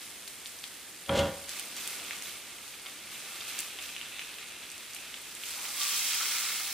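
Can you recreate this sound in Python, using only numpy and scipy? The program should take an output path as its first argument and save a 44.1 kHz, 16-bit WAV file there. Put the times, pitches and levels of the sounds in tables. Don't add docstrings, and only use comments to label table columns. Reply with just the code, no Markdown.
import sys
import numpy as np
from scipy import signal
from scipy.fft import rfft, irfft, next_fast_len
from scipy.io import wavfile
from scipy.ndimage import uniform_filter1d

SR = 44100
rng = np.random.default_rng(int(sys.argv[2]) if len(sys.argv) > 2 else 0)


def wav_record(signal):
    frames = np.transpose(np.atleast_2d(signal))
    bounded = np.clip(frames, -1, 1)
    quanta = np.round(bounded * 32767).astype(np.int16)
    wavfile.write(sys.argv[1], SR, quanta)


def undo_db(level):
    steps = np.asarray(level, float) / 20
    return 10 ** steps


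N = 296793

# (time [s], vigour [dB], spray above coarse bubbles [dB])
FRY = [(0.0, -61, 8), (0.75, -64.5, 10), (1.42, -53.5, 4), (1.72, -50, 2), (2.16, -46.5, -1),
       (2.5, -52, -.7), (2.98, -54, 1), (3.15, -47, -4), (3.45, -44.5, -1.5), (3.77, -49.5, -1.5),
       (4.1, -46.5, -6), (4.64, -49.5, -4), (5.35, -50, -1), (5.5, -44.5, 2.5), (5.74, -42.5, 1.5),
       (5.82, -37, 1.5), (6.5, -36.5, -0.5), (6.73, -40.5, 1.5)]
# (start [s], vigour [dB], hold [s], spray above coarse bubbles [dB])
FLARES = [(0.01, -54.5, 0.016, 4), (0.267, -57.5, 0.018, 7), (0.455, -56, .02, 7),
          (0.622, -52.5, 0.019, 2.5), (1.471, -44, 0.11, -2.3), (1.756, -43.5, 0.14, -1.5),
          (2.044, -44, 0.037, -11), (2.214, -52, .04, 5.5), (2.623, -60, .05, 6), (2.862, -52, .02, -6),
          (3.098, -50.5, .03, 1), (3.466, -43.5, .12, -1.5), (3.802, -47.5, .06, -1),
          (4.185, -50, 0.018, -7), (4.376, -50.5, .03, -13), (4.917, -54, 0.026, 1), (5.236, -58, .03, 3),
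          (5.442, -46.5, .02, -1), (5.613, -48, 0.026, 1), (5.928, -45, .03, 4), (6.093, -42.5, 0.026, 1),
          (6.296, -39.5, 0.035, -2)]


def vigour():
    rise_s, fall_db_per_s = 0.018, 72.5
    coarse_db, fineness_db = in_time(FRY)
    coarse, fine = undo_db(2 * coarse_db), undo_db(2 * (coarse_db + fineness_db))
    t = np.arange(N) / SR
    for start, db, hold, spray_db in FLARES:
        rise = np.clip((t - start) / rise_s, 0, 1) ** 2
        sinking_s = np.maximum(t - start - rise_s - hold, 0)
        flare = rise * undo_db(2 * (db - fall_db_per_s * sinking_s))
        coarse = coarse + flare
        fine = fine + flare * undo_db(2 * spray_db)
    return 10 * np.log10(coarse), 10 * np.log10(fine)


# (frequency [Hz], density [dB per Hz])
COARSE = [(300, -22), (700, -23), (1100, -5), (1600, -7), (2100, -1.5), (2700, 5), (3500, -3.5),
          (4600, -1.5), (6500, -9), (9000, -1)]
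# (frequency [Hz], density [dB per Hz])
FINE = [(2500, -16), (4200, -4), (6000, -2), (8800, -5), (11000, 0.5), (14500, -14.5), (17000, -5)]


def frying():
    coarse_db, fine_db = vigour()
    t = np.arange(N) / SR
    fold_start_s, fold_end_s, fold_ease_s, fold_muffles_db = 2.95, 5.54, 0.64, 2
    folded = np.clip(np.minimum(t - fold_start_s, fold_end_s - t) / fold_ease_s, 0, 1)
    pace = undo_db(0.6 * (coarse_db + 49.5) + 2.5 * stretch(drift(25)))
    large = [rms_one(grains(2000 * pace, 1.56) / np.sqrt(pace)) for _ in range(2)]
    small = [rms_one(grains(5000 * pace, 2.6) / np.sqrt(pace)) for _ in range(2)]
    coarse = banded(large, COARSE, patchy_db=0.74, flicker_hz=26)
    coarse = undo_db(coarse_db - 1.15 - fold_muffles_db * folded) * coarse
    fine = undo_db(fine_db + 2.0) * banded(small, FINE, patchy_db=0.82, flicker_hz=14)
    return coarse + fine + spray(small, fine_db) + pan_and_pocket(large, coarse_db, folded)


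# (frequency [Hz], width [Hz], level [dB])
SURGE = [(5520, 1900, 0)]
# (frequency [Hz], width [Hz], level [dB])
MIST = [(8860, 1800, 0)]


def spray(small, fine_db):
    jets_db = fine_db - 2.5 + np.minimum(2.9 * (fine_db + 37.0), 1.5)
    jets = undo_db(jets_db) * resonate(small[0], SURGE)
    mist_db = -58 + 0.29 * (fine_db + 52.5)
    mist = undo_db(mist_db) * resonate(resonate(small[1], MIST), MIST)
    return jets + mist


# (frequency [Hz], width [Hz], level [dB])
PAN = [(793, 6.8, -1), (1168, 43, -3), (1433, 96, -6.5), (1746, 150, -14.5), (2160, 110, -2),
       (2560, 42, -21.5), (3180, 33, -21)]
# (frequency [Hz], width [Hz], level [dB])
POCKET = [(2633, 410, -1.5), (4050, 140, -9.5)]


def pan_and_pocket(large, coarse_db, folded):
    pan_db = -60.5 + 0.71 * (coarse_db + 49) + 1.5 * stretch(drift(6.5))
    pocket_db = -56.5 + 0.88 * (coarse_db + 47) + 2.0 * stretch(drift(6.2))
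    pocket_db += 6.5 * folded
    mid, side = undo_db(pan_db) * resonate(large[0], PAN) + undo_db(pocket_db) * resonate(large[1], POCKET)
    return spread(mid, side, 0.26)


# (time [s], peak [dB], pitch [Hz])
SPITS = [(0.015, -30, 3880), (0.0173, -28, 4390), (0.1871, -34, 7670), (0.2775, -23.5, 4050),
         (0.2808, -23, 8500), (0.459, -21.5, 3900), (0.4654, -25, 7670), (0.4733, -25, 8180),
         (0.5887, -26, 6290), (1.493, -16.5, 7450), (1.596, -15.5, 8600), (1.6838, -26, 8270),
         (1.766, -20, 8000), (1.782, -23, 5000), (1.8757, -14.5, 9000), (2.2234, -20.5, 6720),
         (2.798, -28, 4310), (3.411, -26, 4910), (3.59, -12, 7460), (3.599, -19, 7920),
         (3.6043, -13.5, 8900), (3.825, -25, 7060), (4.7018, -26, 6030), (4.7163, -24, 8700),
         (4.78, -25, 7140), (4.934, -23, 5680), (4.948, -20, 9400), (5.3239, -29, 6800),
         (5.351, -21.5, 8240)]
# (time [s], peak [dB], pitch [Hz])
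BUBBLES = [(0.6402, -19.5, 3540), (1.0619, -33, 3170), (1.4441, -33, 3470), (1.4935, -26, 3500),
           (1.5962, -24, 3020), (1.8757, -25, 3100), (1.999, -24, 3190), (2.049, -26, 2670),
           (2.109, -18.5, 2200), (2.8632, -34, 3500), (2.8672, -27, 2980), (3.5839, -23, 3050),
           (3.661, -32, 2760), (3.788, -23.5, 3100), (3.795, -28, 2780), (3.891, -27, 2900),
           (3.95, -27, 3600), (3.9645, -21, 2740), (4.0136, -21, 2880), (4.0596, -36, 3060),
           (4.194, -19.5, 2760), (4.215, -27, 2560), (4.341, -29, 3560), (4.385, -27, 2640),
           (4.6285, -30, 3960), (4.9643, -28, 2650), (5.1421, -22.5, 3120), (5.4363, -20.5, 2900),
           (5.653, -22, 2760)]


def pops():
    spit_damping, bubble_damping = 0.66, 0.53
    length = 900
    out, t = np.zeros((2, N + length)), np.arange(length) / SR
    lag = round(0.00077 * SR)
    bursts = [(*row, spit_damping * row[2]) for row in SPITS]
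    bursts += [(*row, bubble_damping * row[2]) for row in BUBBLES]
    for s, db, hz, width_hz in bursts:
        swell = 2.86 * width_hz * t
        envelope = np.e * swell * np.exp(-swell)
        burst = undo_db(db - 3.0) * envelope * np.sin(2 * np.pi * (hz * t + rng.random()))
        burst[lag:] -= 0.74 * min(hz / 8000, 1) ** 2 * burst[:-lag].copy()
        band = signal.butter(1, [max(hz - width_hz / 2, 500), hz + width_hz / 2], "band", fs=SR)
        noise = rms_one(signal.lfilter(*band, rng.standard_normal((2, length))))
        spatter = undo_db(db - 20) * np.exp(-t / 0.0037) * noise
        out[:, round(s * SR):][:, :length] += burst + spatter
    return out[:, :N]


# (start [s], end [s], frequency [Hz], width [Hz], level [dB])
SINGING = [
    (5.68, 5.77, 1180, 25, -58),
    (5.78, 5.97, 1175, 13, -48),
    (5.72, 7.4, 2140, 31, -54.5),
    (5.9, 6.34, 3200, 50, -44.5),
    (6.05, 6.62, 2150, 50, -53),
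    (6.2, 6.55, 1360, 140, -51),
    (6.55, 6.73, 800, 20, -60),
    (5.79, 5.84, 3900, 1500, -42),
    (5.55, 5.72, 940, 320, -53.5),
    (6.197, 6.245, 1340, 140, -42),
]


def singing():
    out, t = np.zeros(N), np.arange(N) / SR
    for start, end, hz, width_hz, db in SINGING:
        fade = np.clip(np.minimum(t - start, end - t) / 0.0077, 0, 1)
        part = slice(round(start * SR), round(end * SR))
        tone = resonate(rng.standard_normal(len(t[part])), [(hz, width_hz, 0)])
        tone = tone / (uniform_filter1d(tone ** 2, size=900) ** 0.36 + 0.05)
        out[part] += undo_db(db) * fade[part] * rms_one(tone)
    return out


# (time [s], peak [dB], brightness [dB per octave])
TAPS = [
    (2.861, -21.5, 2),
    (3.407, -24.5, 6.5),
    (3.789, -23.5, -0.5),
    (5.814, -18, 9),
    (6.206, -23, -1),
]
# (frequency [Hz], level [dB], decay time T60 [s])
TAP_MODES = [(777, -10.5, 0.13), (1140, -12, 0.083), (1340, -12, 0.078), (2200, -8, .06),
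             (3210, -1.5, 0.041), (3630, -3.5, 0.034), (4630, -7, .03)]


def taps():
    s, db, bright_db = np.transpose(TAPS)
    out = np.zeros(N)
    for hz, mode_db, t60 in TAP_MODES:
        clicks = np.zeros(N)
        at = np.round(s * SR).astype(int)
        clicks[at] = undo_db(db - 16.0 + mode_db + bright_db * np.log2(hz / 2000))
        out += ring(clicks, hz, t60)
    return signal.sosfilt(signal.butter(2, 600, "high", fs=SR, output="sos"), out)


# (time [s], weight on the stove [dB], sliding [dB])
DRAG = [
    (1.065, -70, -54),
    (1.082, -57, -61),
    (1.095, -30.5, -49.5),
    (1.16, -31.5, -34.5),
    (1.192, -29.5, -30.5),
    (1.215, -29, -39),
    (1.255, -33.5, -41.5),
    (1.34, -48, -54),
    (1.5, -64, -68),
]
# (frequency [Hz], level [dB], decay time T60 [s])
STOVE = [(87.7, -6.5, 0.92), (165, -18, 0.19), (203, -9.5, .25), (230.7, -10, 0.51), (298, -8.5, .3),
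         (365, -12, 0.31), (483, -14, 0.68), (558.5, 1.5, 0.44), (607, -14.5, 0.29), (663, -9, 0.52),
         (800, -6.5, 0.14), (961, -9.5, 0.13), (1086, -17, .3), (1160, -15, 0.2), (1420, -20.5, 0.24),
         (1420, -18, 0.49), (1500, -32, .3)]
# (frequency [Hz], width [Hz], level [dB])
GRIT = [(2080, 51, -8), (2800, 330, -6.5), (3130, 150, -4.5), (3310, 130, -2.5), (4100, 1400, -13),
        (7000, 3700, -19.5)]


def drag():
    part = slice(round(DRAG[0][0] * SR), round(DRAG[-1][0] * SR))
    body_db, grit_db = [column[part] for column in in_time(DRAG)]
    trivet_db = 6.0 + body_db + 0.3 * (grit_db - body_db)
    plate_db = -35.5 + 0.82 * (body_db + 33)
    count, lead = len(body_db), SR // 4
    knocks = rms_one(grains(5000, 1.3, count=count + lead)[0])
    groups = np.zeros((3, count))
    for hz, db, t60 in STOVE:
        mode = ring(knocks, hz, 0.81 * t60)
        mode /= uniform_filter1d(mode ** 2, size=1500) ** 0.58 + 1e-9
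        groups[np.searchsorted([420, 640], hz)] += undo_db(db) * rms_one(mode[lead:])
    rattle_band = signal.butter(3, [250, 1800], "band", fs=SR, output="sos")
    rattle = rms_one(signal.sosfilt(rattle_band, knocks[lead:]))
    grit = resonate(grains(2700, 1.4, count=count)[0], GRIT)
    out = np.zeros(N)
    for db, group in zip((body_db, trivet_db, plate_db), groups):
        out[part] += undo_db(db - 2.5) * rms_one(group)
    out[part] += undo_db(plate_db - 7.0) * rattle + undo_db(grit_db - 0.5) * grit
    return signal.sosfilt(signal.butter(4, 62, "high", fs=SR, output="sos"), out + catch())


def catch():
    blow_s, blow_db, skip_s, skip_loss_db = 1.0935, -22.5, 0.0045, 5
    click = np.zeros(N)
    for k in range(2):
        s = blow_s + skip_s * k * rng.uniform(0.8, 1.2)
        click[round(s * SR)] = undo_db(blow_db - skip_loss_db * k)
    click = signal.sosfilt(signal.butter(2, 3900, fs=SR, output="sos"), click)
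    out = ring(click, 3200, 0.017) + 0.3 * ring(click, 3100, 0.0094)
    return out + 0.6 * ring(click, 1340, 0.018) + 0.74 * ring(click, 2350, 0.012)


# (frequency [Hz], density [dB per Hz])
FLAME = [(25, -20), (60, -5.5), (130, -6.5), (300, -2), (560, -4), (1100, -6), (2000, -1), (3200, -0.5),
         (5500, -7), (8800, -3.5), (11500, -9.5), (16500, -19)]


def flame():
    turbulence = rng.standard_normal((2, 2, N))
    return undo_db(-48.5) * banded(turbulence, FLAME, patchy_db=0.68, flicker_hz=7.7)


# (time [s], level [dB])
FLUTTER = [(0.0, -58.5), (1.1, -65), (1.55, -53.5), (2.05, -51), (2.75, -60), (3.48, -53), (5.1, -63.5),
           (5.5, -56.5), (6.73, -61)]


def flutter():
    band = signal.butter(2, [170, 800], "band", fs=SR, output="sos")
    stirred = rms_one(signal.sosfilt(band, rng.standard_normal((2, N))))
    mid, side = undo_db(in_time(FLUTTER)[0] - 5.5) * stirred
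    return spread(mid, side, 0.21)


def room(x):
    hz = np.arange(SR // 2 + 1.)
    t60 = 0.29 / (1 + hz / 7000)
    thin_bass = hz ** 2 / (hz ** 2 + 450 ** 2)
    combs = np.zeros((2, len(hz)), complex)
    for k, lag in enumerate(np.round(rng.uniform(0.004, 0.033, 16) * SR) / SR):
        loop = undo_db(-60 * lag / t60) * np.exp(-2j * np.pi * hz * lag)
        combs[k % 2] += (-1) ** (k // 2) * loop / (1 - loop) * thin_bass
    echoes = irfft(combs, SR)[:, :SR // 2]
    return signal.fftconvolve(x[None], echoes)[:, :N]


# (frequency [Hz], correlation [-1 to 1])
LIKENESS = [(60, 1), (130, 0.85), (290, 0.72), (640, 0.25), (1410, 0.79), (3100, 0.93), (6820, 0.14),
            (15000, 0.21)]
# (frequency [Hz], left minus right [dB])
LEAN = [(60, 0), (240, -0.5), (950, -1), (3770, -1.0), (15000, -2.5)]


def banded(sources, spectrum, patchy_db, flicker_hz):
    out, together = 0, drift(flicker_hz)
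    edges = 25 * 2 ** np.arange(0, 9.7, 0.4)
    for k, (low, high) in enumerate(zip(edges, edges[1:])):
        hz = np.sqrt(low * high)
        if not spectrum[0][0] < hz < spectrum[-1][0]:
            continue
        band = signal.butter(2, [low, high], "band", fs=SR, output="sos")
        mid, side = signal.sosfilt(band, sources[k % 2])
        alike = np.clip(at_hz(LIKENESS, hz), -1, 1)
        flicker_db = patchy_db * (0.44 * together + drift(flicker_hz))
        gain = stretch(undo_db(at_hz(spectrum, hz) + flicker_db))
        lean = undo_db(at_hz(LEAN, hz) / 2 * np.array([[1], [-1]]))
        out = out + gain * lean * spread(np.sqrt(1 + alike) * mid, np.sqrt(1 - alike) * side, 1)
    return rms_one(out)


def grains(per_s, spread_db, count=N):
    born = rng.random(count) < per_s / SR
    size = undo_db(spread_db * np.minimum(rng.exponential(1, count), 4))
    return size * born * rng.standard_normal((2, count))


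def resonate(x, peaks):
    out = 0
    for k, (hz, width_hz, db) in enumerate(peaks):
        r = np.exp(-np.pi * width_hz / SR)
        zeros = [(1 - r * r) / 2, 0, (r * r - 1) / 2]
        poles = [1, -2 * r * np.cos(2 * np.pi * hz / SR), r * r]
        out = out + (-1) ** k * undo_db(db) * signal.lfilter(zeros, poles, x)
    return rms_one(out)


def ring(clicks, hz, t60):
    r, w = undo_db(-60 / (t60 * SR)), 2 * np.pi * hz / SR
    return signal.lfilter([0, np.sin(w)], [1, -2 * r * np.cos(w), r * r], clicks + 1e-18)


def drift(rate):
    r = np.exp(-80 * np.pi * rate / SR)
    noise = rng.standard_normal(N // 40 + 2002)
    return rms_one(signal.lfilter([1], [1, -2 * r, r * r], noise)[2000:])


def stretch(slow):
    return np.interp(np.arange(N) / 40, np.arange(len(slow)), slow)


def spread(mid, side, width):
    return mid + width * side * [[1], [-1]]


def rms_one(x):
    return x / np.sqrt(np.mean(x ** 2) + 1e-20)


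def in_time(rows):
    s, *columns = np.transpose(rows)
    return [np.interp(np.arange(N) / SR, s, column) for column in columns]


def at_hz(points, hz):
    point_hz, value = np.transpose(points)
    return np.interp(np.log(hz), np.log(point_hz), value)


def scene():
    spot = pops() + taps() + singing()
    scraped = drag()
    near = spot * undo_db(np.array([[-0.4], [0.4]])) + scraped + flutter()
    return frying() + near + flame() + room(undo_db(-16) * spot[0] + undo_db(-23) * scraped)


def low_pass(x):
    return signal.sosfilt(signal.butter(12, 16370, fs=SR, output="sos"), x)


def record(dry):
    top_hz, loud_top_hz, opens_db = 15050, 15830, -47
    size = next_fast_len(N)
    hz, tones = np.arange(size // 2 + 1) * SR / size, rfft(dry, size)
    body = irfft(tones * (hz < top_hz), size)[:, :N]
    top = irfft(tones * (hz >= top_hz) * (hz < loud_top_hz), size)[:, :N]
    air = irfft(tones[0] * (hz > 11000) * (hz < top_hz), size)[:N]
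    loud = uniform_filter1d(air ** 2, size=700) > undo_db(opens_db) ** 2
    mix = body + top * uniform_filter1d(loud * 1., size=1024)
    return low_pass(mix)


dry = scene()
out = record(dry)
wav_record(out)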